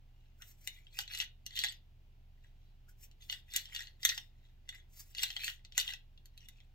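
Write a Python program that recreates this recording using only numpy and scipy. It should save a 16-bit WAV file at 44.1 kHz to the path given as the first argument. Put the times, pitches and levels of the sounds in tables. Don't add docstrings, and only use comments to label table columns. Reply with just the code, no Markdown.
import sys
import numpy as np
from scipy import signal
from scipy.fft import rfft, irfft, next_fast_len
from scipy.io import wavfile
from scipy.ndimage import uniform_filter1d, map_coordinates

SR = 44100
rng = np.random.default_rng(int(sys.argv[2]) if len(sys.argv) > 2 else 0)


def int16_out(signal):
    q = np.round(np.clip(np.atleast_2d(signal).T, -1, 1) * 32767)
    wavfile.write(sys.argv[1], SR, q.astype(np.int16))


N = 297234

# (fastest moment/s, rise/s, fall/s, base level/dB, middle of the rasp's glide/Hz,
#  hollowness/dB before shared offsets, cotton hiss relative to the base level/dB)
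STROKES = [(1.0, 0.058, 0.051, -43.5, 2850, -7.5, -12), (1.137, 0.041, 0.059, -39, 2900, -5.5, -20),
           (1.206, 0.039, 0.062, -43.5, 2760, 3.5, -19.5), (1.597, 0.065, 0.044, -38.5, 3950, -1, -19.5),
           (1.664, 0.12, .08, -41.5, 4070, -4.5, -36), (3.315, 0.028, .07, -48, 4310, 8.5, -13),
           (3.57, 0.069, 0.086, -41.5, 3830, 1, -13.5), (3.78, 0.097, .11, -46, 3420, 6, -19.5),
           (4.07, .05, 0.13, -41, 3920, 1.5, -10), (5.225, 0.072, .12, -41, 3650, -4.5, -14),
           (5.455, 0.086, .09, -40, 2750, -3, -13), (5.8, 0.043, 0.059, -36, 2860, -6, -22.5),
           (5.895, 0.056, 0.069, -46, 3700, 5.5, -11.5)]
TOP_HZ = 15900
EDGE_DB, ROUNDNESS = 20.5, 1.36


def amp(db):
    return 10 ** (np.asarray(db) / 20)


def unit(x):
    return x / np.sqrt(np.mean(x ** 2) + 1e-20)


def along(points, hz):
    f, v = np.transpose(points)
    return np.interp(np.log(hz + 1), np.log(f + 1), v)


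def wobble(rate):
    points = rng.standard_normal(int(N * rate / SR) + 4)
    return map_coordinates(points, [np.arange(N) * rate / SR])


def filtered(x, response):
    m = next_fast_len(N + SR // 4)
    hz = np.fft.rfftfreq(m, 1 / SR)
    return irfft(rfft(x, m) * response(hz), m)[..., :N]


def background(waver_db=-0.85):
    # (f/Hz, peak level before wavering and stereo balance/dB)
    hum_tones = [(19.3, -76), (28.9, -57), (38.5, -71), (54, -71.5), (58.5, -79.5), (77.6, -66),
                 (119.8, -67.5), (175, -81), (236, -88.5), (360, -92)]
    # (f/Hz, level per Hz/dB)
    air = [(10, -102), (22, -94.5), (100, -90), (170, -102), (280, -107), (500, -112), (750, -108.5),
           (1100, -118), (2000, -117), (2850, -113.5), (4200, -120), (6500, -126), (9500, -136),
           (13000, -128)]
    # (f/Hz, coherence from 0 to 1)
    alike = [(130, 1), (290, 0.67), (640, 0), (6000, 0.19), (15000, 0.9)]
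    t = np.arange(N) / SR
    phases = [2 * np.pi * (hz * t + rng.random()) + 0.11 * wobble(0.44) for hz, db in hum_tones]
    ear_shift = np.array([[.17], [-.17]])
    hum = 0
    for (hz, db), phase in zip(hum_tones, phases):
        hum = hum + amp(db + waver_db * wobble(1.7)) * np.sin(phase + ear_shift)

    def shares(hz):
        turn = np.arccos(np.clip(along(alike, hz), -1, 1)) / 2
        return amp(along(air, hz)) * [np.cos(turn), np.sin(turn)]

    white = rng.standard_normal((2, N)) * np.sqrt(SR / 2)
    mid, side = filtered(white, shares)
    return hum * amp([[-.5], [.5]]) + np.array([mid + side, mid - side])


def gesture(peak_s, rise_s, fall_s):
    t = np.arange(N) / SR - peak_s
    away = np.minimum(np.maximum(-t / rise_s, t / fall_s), 4)
    return amp(-EDGE_DB * away ** ROUNDNESS)


def sliding(glide=3.0, rub_rise=0.47):
    # (strongest moment/s, length/s, base level/dB, rasp centre/Hz, hollowness/dB)
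    rubs = [(0.228, 0.47, -82.5, 2900, 2.5), (.42, 0.033, -66, 1550, 26), (0.743, 0.33, -67, 2320, -18),
            (2.452, .18, -75, 3730, 6), (2.651, 0.24, -78.5, 3920, -7), (3.227, 0.054, -55, 3420, -9),
            (4.455, .28, -76.5, 3820, 7.5), (4.739, 0.16, -58, 1980, -11), (6.42, 0.18, -66.5, 3060, 1),
            (6.554, 0.32, -71.5, 2660, -11)]
    t = np.arange(N) / SR
    gains, centres, hollows = [], [], []
    for s, rise, fall, db, hz, hollow, cotton in STROKES:
        gains.append(amp(db) * gesture(s, rise, fall))
        centres.append(hz * 2 ** (glide * np.clip(t - s, -rise, fall)))
        hollows.append(hollow)
    for s, length, db, hz, hollow in rubs:
        gains.append(amp(db) * gesture(s, rub_rise * length, (1 - rub_rise) * length))
        centres.append(hz)
        hollows.append(hollow)
    total = sum(gains)
    blend = lambda values: sum(gain * value for gain, value in zip(gains, values)) / total
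    return total, blend(centres), blend(hollows)


def barrel(hollow_db, bright_db, stretch=1, ripple_db=0, size=2048, count=70):
    # (f/Hz, width/Hz, level/dB)
    resonances = [(823, 130, -14), (1576, 220, -9), (1946, 160, 2.5), (2856, 240, 5), (3400, 300, 7),
                  (4215, 540, 1.5), (5760, 400, 0), (6820, 830, -1.5), (7810, 150, -2.5), (9180, 400, -14),
                  (12740, 1400, -9), (14730, 1500, -17)]
    # (f/Hz, level/dB)
    contact_colour = [(60, -53.5), (300, -45), (600, -41), (1150, -29.5), (1650, -13), (3200, -6),
                      (5000, -7.5), (7800, -12), (9800, -23), (11500, -15.5), (16000, -25)]
    hz = np.fft.rfftfreq(size, 1 / SR)
    peaks = 0
    for centre, width, db in resonances:
        away = (hz - centre * stretch) / (width / 2)
        peaks = peaks + amp(db) ** 2 / (1 + away ** 2 / 2) ** 2
    tilt_points = [(300, 0), (800, hollow_db), (2000, hollow_db), (2800, 0), (4300, 0), (9500, bright_db)]
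    tilt = along(tilt_points, hz)
    ripple = ripple_db * map_coordinates(rng.standard_normal(count), [np.linspace(0, count - 1, len(hz))])
    power = peaks + amp(along(contact_colour, hz)) ** 2
    gain = np.sqrt(power / (1 + (hz / TOP_HZ) ** 20)) * amp(tilt + ripple)
    cepstrum = irfft(np.log(gain))
    cepstrum[1:size // 2] *= 2
    cepstrum[size // 2 + 1:] = 0
    return irfft(np.exp(rfft(cepstrum)))


def slips(rate, spread_db):
    sizes = amp(spread_db * np.clip(rng.standard_normal(N), -2, 2))
    return unit((rng.random(N) < rate / SR) * sizes * rng.choice([-1, 1], N))


def patchy(x, depth_db, width=3, length=5):
    z = signal.stft(x, nperseg=256)[2]
    field = uniform_filter1d(rng.standard_normal(z.shape), round(width), 0)
    field = uniform_filter1d(field, round(length), 1)
    return signal.istft(z * unit(amp(depth_db * unit(field))), nperseg=256)[1][:N]


def rasp(width_hz=240, sing_db=-6, judder_db=3, catch_db=-2, level_db=-2):
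    effort, centre_hz, hollow = sliding()
    fine = slips(rate=2200, spread_db=4.5) * unit(amp(judder_db * wobble(170)))
    burst = signal.windows.hann(SR // 700) * rng.standard_normal(SR // 700)
    catches = unit(signal.fftconvolve(slips(rate=71, spread_db=1.0), burst)[:N])
    friction = unit(fine + amp(catch_db) * catches) * effort * amp(level_db)
    body = barrel(hollow_db=-1.0, bright_db=-3.5)
    through_barrel = signal.fftconvolve(friction, body / np.linalg.norm(body))[:N]
    grit = patchy(through_barrel, depth_db=6.5)
    lows = filtered(grit, lambda hz: 1 / (1 + (hz / 2300) ** 10))
    grit = grit + (amp(hollow) - 1) * lows
    turn = np.exp(2j * np.pi * np.cumsum(centre_hz) / SR)
    t = np.arange(SR // 50) / SR
    fade = t * np.exp(-2 * np.pi * width_hz * t)
    smoothed = signal.fftconvolve(friction / turn, fade / np.linalg.norm(fade))[:N]
    sing = np.sqrt(2) * (smoothed * turn).real
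    return grit + amp(sing_db) * sing


def swish(level_db=0, flutter_db=3.0):
    # (firmest moment/s, rise/s, fall/s, level before flutter/dB)
    feeds = [(.43, 0.058, 0.068, -69), (0.504, 0.1, .045, -66.5), (.66, 0.098, 0.15, -64),
             (2.899, 0.022, 0.029, -67), (3.033, 0.051, 0.051, -61.5), (3.24, 0.05, 0.14, -70),
             (4.995, 0.073, 0.057, -57), (5.08, 0.098, .1, -70)]
    # (f/Hz, relative level/dB)
    cotton_colour = [(300, -16), (1500, -12), (2000, -4), (4800, -7), (5400, 1), (7800, -1), (8400, -7),
                     (10600, -11), (12000, -2), (14000, 0), (15700, -3), (17000, -30)]
    fed = sum(amp(db) * gesture(s, rise, fall) for s, rise, fall, db in feeds)
    dragged = sum(amp(db + cotton) * gesture(s, rise, fall) for s, rise, fall, db, hz, hollow, cotton in STROKES)
    brushes = slips(rate=21000, spread_db=0.0)
    fibres = unit(filtered(brushes, lambda hz: amp(along(cotton_colour, hz))))
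    hiss = patchy(fibres, depth_db=2.5, length=14)
    return hiss * (fed + dragged) * amp(level_db + flutter_db * wobble(83))


def squeaks(waver=0.046):
    # (middle/s, rms level at the middle/dB, pitch before wavering/Hz, length/s)
    squeak_list = [(0.409, -66.5, 1520, 0.019), (0.781, -65, 2000, 0.019), (2.892, -67, 1482, 0.02)]
    t = np.arange(N) / SR
    glide = np.cumsum(1 + waver * wobble(250)) / SR
    out = np.zeros(N)
    for s, db, hz, length in squeak_list:
        swell = np.exp(-(2 * (t - s) / length) ** 2)
        out += amp(db) * swell * np.sqrt(2) * np.sin(2 * np.pi * hz * glide)
    return out


def rattles(count=2, rattle_db=-1, spread_db=7):
    rows = []
    for s, rise, fall, db, hz, hollow, cotton in STROKES:
        for place, force in rng.uniform(-1, 1, (count, 2)):
            slowing_db = EDGE_DB * abs(place) ** ROUNDNESS / 2
            level = db + rattle_db + spread_db * force - slowing_db
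            moment = s + place * (rise if place < 0 else fall)
            rows.append((moment, level, hollow, 0))
    return rows


def knocks(swell=0.00077, ring_db=-17, level_db=-2.06, hollow_db=-2.5, bright_db=-5.5, detune=0.019,
           ripple_db=3.0, early_tick_s=.006, early_tick_db=-24.5):
    # (t/s, level/dB, hollowness/dB, brightness/dB)
    knock_list = [(.4206, -46.5, 2, 6), (.674, -32.5, 7.5, 11.5), (.868, -53, -1, -22),
                  (0.9887, -30, 11.5, 4.5), (1.0775, -44, -3, -16), (1.1868, -41, -3, 19),
                  (1.201, -29, -1, -11), (1.2138, -34.5, 4, 7), (1.4632, -38, -8.5, 3.5),
                  (1.5071, -50, -2.5, -16), (1.5648, -37.5, -22.5, -6.5), (1.59, -29, -7, 7),
                  (1.6372, -26.5, 3, 0.5), (1.645, -31.5, 10, -1), (1.7236, -52, 1, -0.5),
                  (3.113, -61.5, -3, -1), (3.2975, -32, 2, -19), (3.326, -33.5, 2, -7.5),
                  (3.537, -39, -2, 9), (3.5621, -24.5, -10, 7.5), (3.7486, -36.5, 4.5, -1),
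                  (3.762, -33.5, -5.5, -4), (3.8054, -40.5, 8, -3.5), (3.8707, -47.5, -4, -12.5),
                  (4.031, -36.5, -0.5, 1.5), (4.0505, -18, 7, 12), (4.0908, -27.5, -9.5, -1.5),
                  (4.098, -29.5, 6.5, -13), (4.1774, -34.5, 8.5, -3.5), (4.6903, -37.5, 0, 1),
                  (4.7477, -53.5, 12, 6), (5.149, -42.5, -1.5, -4), (5.1829, -34, -1, -7),
                  (5.192, -39, -1, -2), (5.2315, -29, 5, 15), (5.2345, -26.5, 4.5, -10),
                  (5.303, -37, -3.5, -11), (5.3646, -32.5, 5, -12.5), (5.4436, -35, -15, 10),
                  (5.4793, -32, 10.5, 3.5), (5.4995, -43, 14, -5), (5.649, -50.5, 1, -11.5),
                  (5.722, -50, -1.5, -11), (5.7783, -21.5, 7, 6.5), (5.799, -27.5, -4.5, 3),
                  (5.8775, -32.5, -0.5, -18), (5.9355, -38, 6, 1.5), (6.176, -58.5, -19, -26),
                  (6.2568, -55, 6, 14), (6.3764, -51, -6, 3), (6.4858, -48.5, 6.5, 16),
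                  (6.603, -59, 6, -16)]
    # (f/Hz, relative level/dB, time to fade by 60 dB/s)
    ring_tones = [(1676, -9, 0.16), (2010, -4, .1), (1946, -3.5, 0.05), (2640, -5.5, 0.035),
                  (3720, 19.5, 0.23), (4000, -3, 0.047), (4236, -4, 0.055), (5700, -11, .08),
                  (6530, -1.5, 0.12), (7820, 2.5, 0.069)]
    out, t = np.zeros(N + SR), np.arange(SR // 5) / SR
    contact = SR / 200
    for s, db, hollow, bright in list(knock_list) + rattles():
        chatter = rng.standard_normal(len(t)) * t * np.exp(-t / swell)
        body = barrel(hollow + hollow_db, bright + bright_db, 1 + detune * rng.standard_normal(), ripple_db)
        clack = signal.fftconvolve(chatter, body)[:len(t)]
        chance = rng.standard_normal((len(ring_tones), 2))
        ring = np.zeros(len(t))
        for (hz, level, t60), (a, b) in zip(ring_tones, chance):
            fading = amp(level + 3.5 * a - 60 * t / t60)
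            ring += fading * np.sin(2 * np.pi * hz * (1 + detune * b / 2) * t)
        blow = unit(clack) + amp(ring_db) * unit(ring * (1 - np.exp(-t / swell)))
        force = amp(db + level_db) * np.sqrt(contact / len(t))
        out[round(s * SR):][:len(t)] += force * blow
        out[round((s - early_tick_s) * SR):][:len(t)] += force * amp(early_tick_db) * unit(clack)
    return out[:N]


def room(x, early_db=-5.0, early_t60=0.063, tail_db=-10, gap=.002, count=5):
    # (f/Hz, time to fade by 60 dB/s)
    fade_times = [(300, 0.18), (2000, 0.22), (4000, 0.22), (8000, 0.087), (16000, 0.1)]
    out = np.zeros((2, N))
    place = np.arange(N) / SR * 4
    for k in range(count):
        hz, s, z = signal.stft(rng.standard_normal((2, SR // 2)), SR, nperseg=256)
        fading = amp(-60 * s / along(fade_times, hz)[:, None])
        tail = signal.istft(z * fading, SR, nperseg=256)[1]
        t = np.arange(tail.shape[1]) / SR
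        early = rng.standard_normal(tail.shape) * amp(-60 * t / early_t60)
        answer = (amp(tail_db) * unit(tail) + amp(early_db) * unit(early)) / np.sqrt(len(t))
        share = np.sqrt(np.clip(1 - np.abs((place - k + 1) % count - 1), 0, 1))
        delayed = np.pad(x * share, (round(gap * SR), 0))
        out += signal.oaconvolve(delayed[None], answer, axes=1)[:, :N]
    return out


def scene(left_db=0.67, direct_db=0):
    # (f/Hz, phase/rad)
    lead = [(20, 0.61), (700, 1.96), (1500, 1.5), (2600, 1), (3800, 4.88), (6000, 8.15), (9000, 6.55),
            (16000, 7)]
    work = knocks() + rasp() + swish() + squeaks()
    direct = filtered(work, lambda hz: np.exp(.5j * along(lead, hz) * np.array([[1], [-1]])))
    balance = amp([[left_db], [-left_db]])
    return (amp(direct_db) * direct + room(work)) * balance + background()


def record(dry):
    return filtered(dry, lambda hz: 1 / np.sqrt(1 + (hz / TOP_HZ) ** 160))


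dry = scene()
out = record(dry)
int16_out(out)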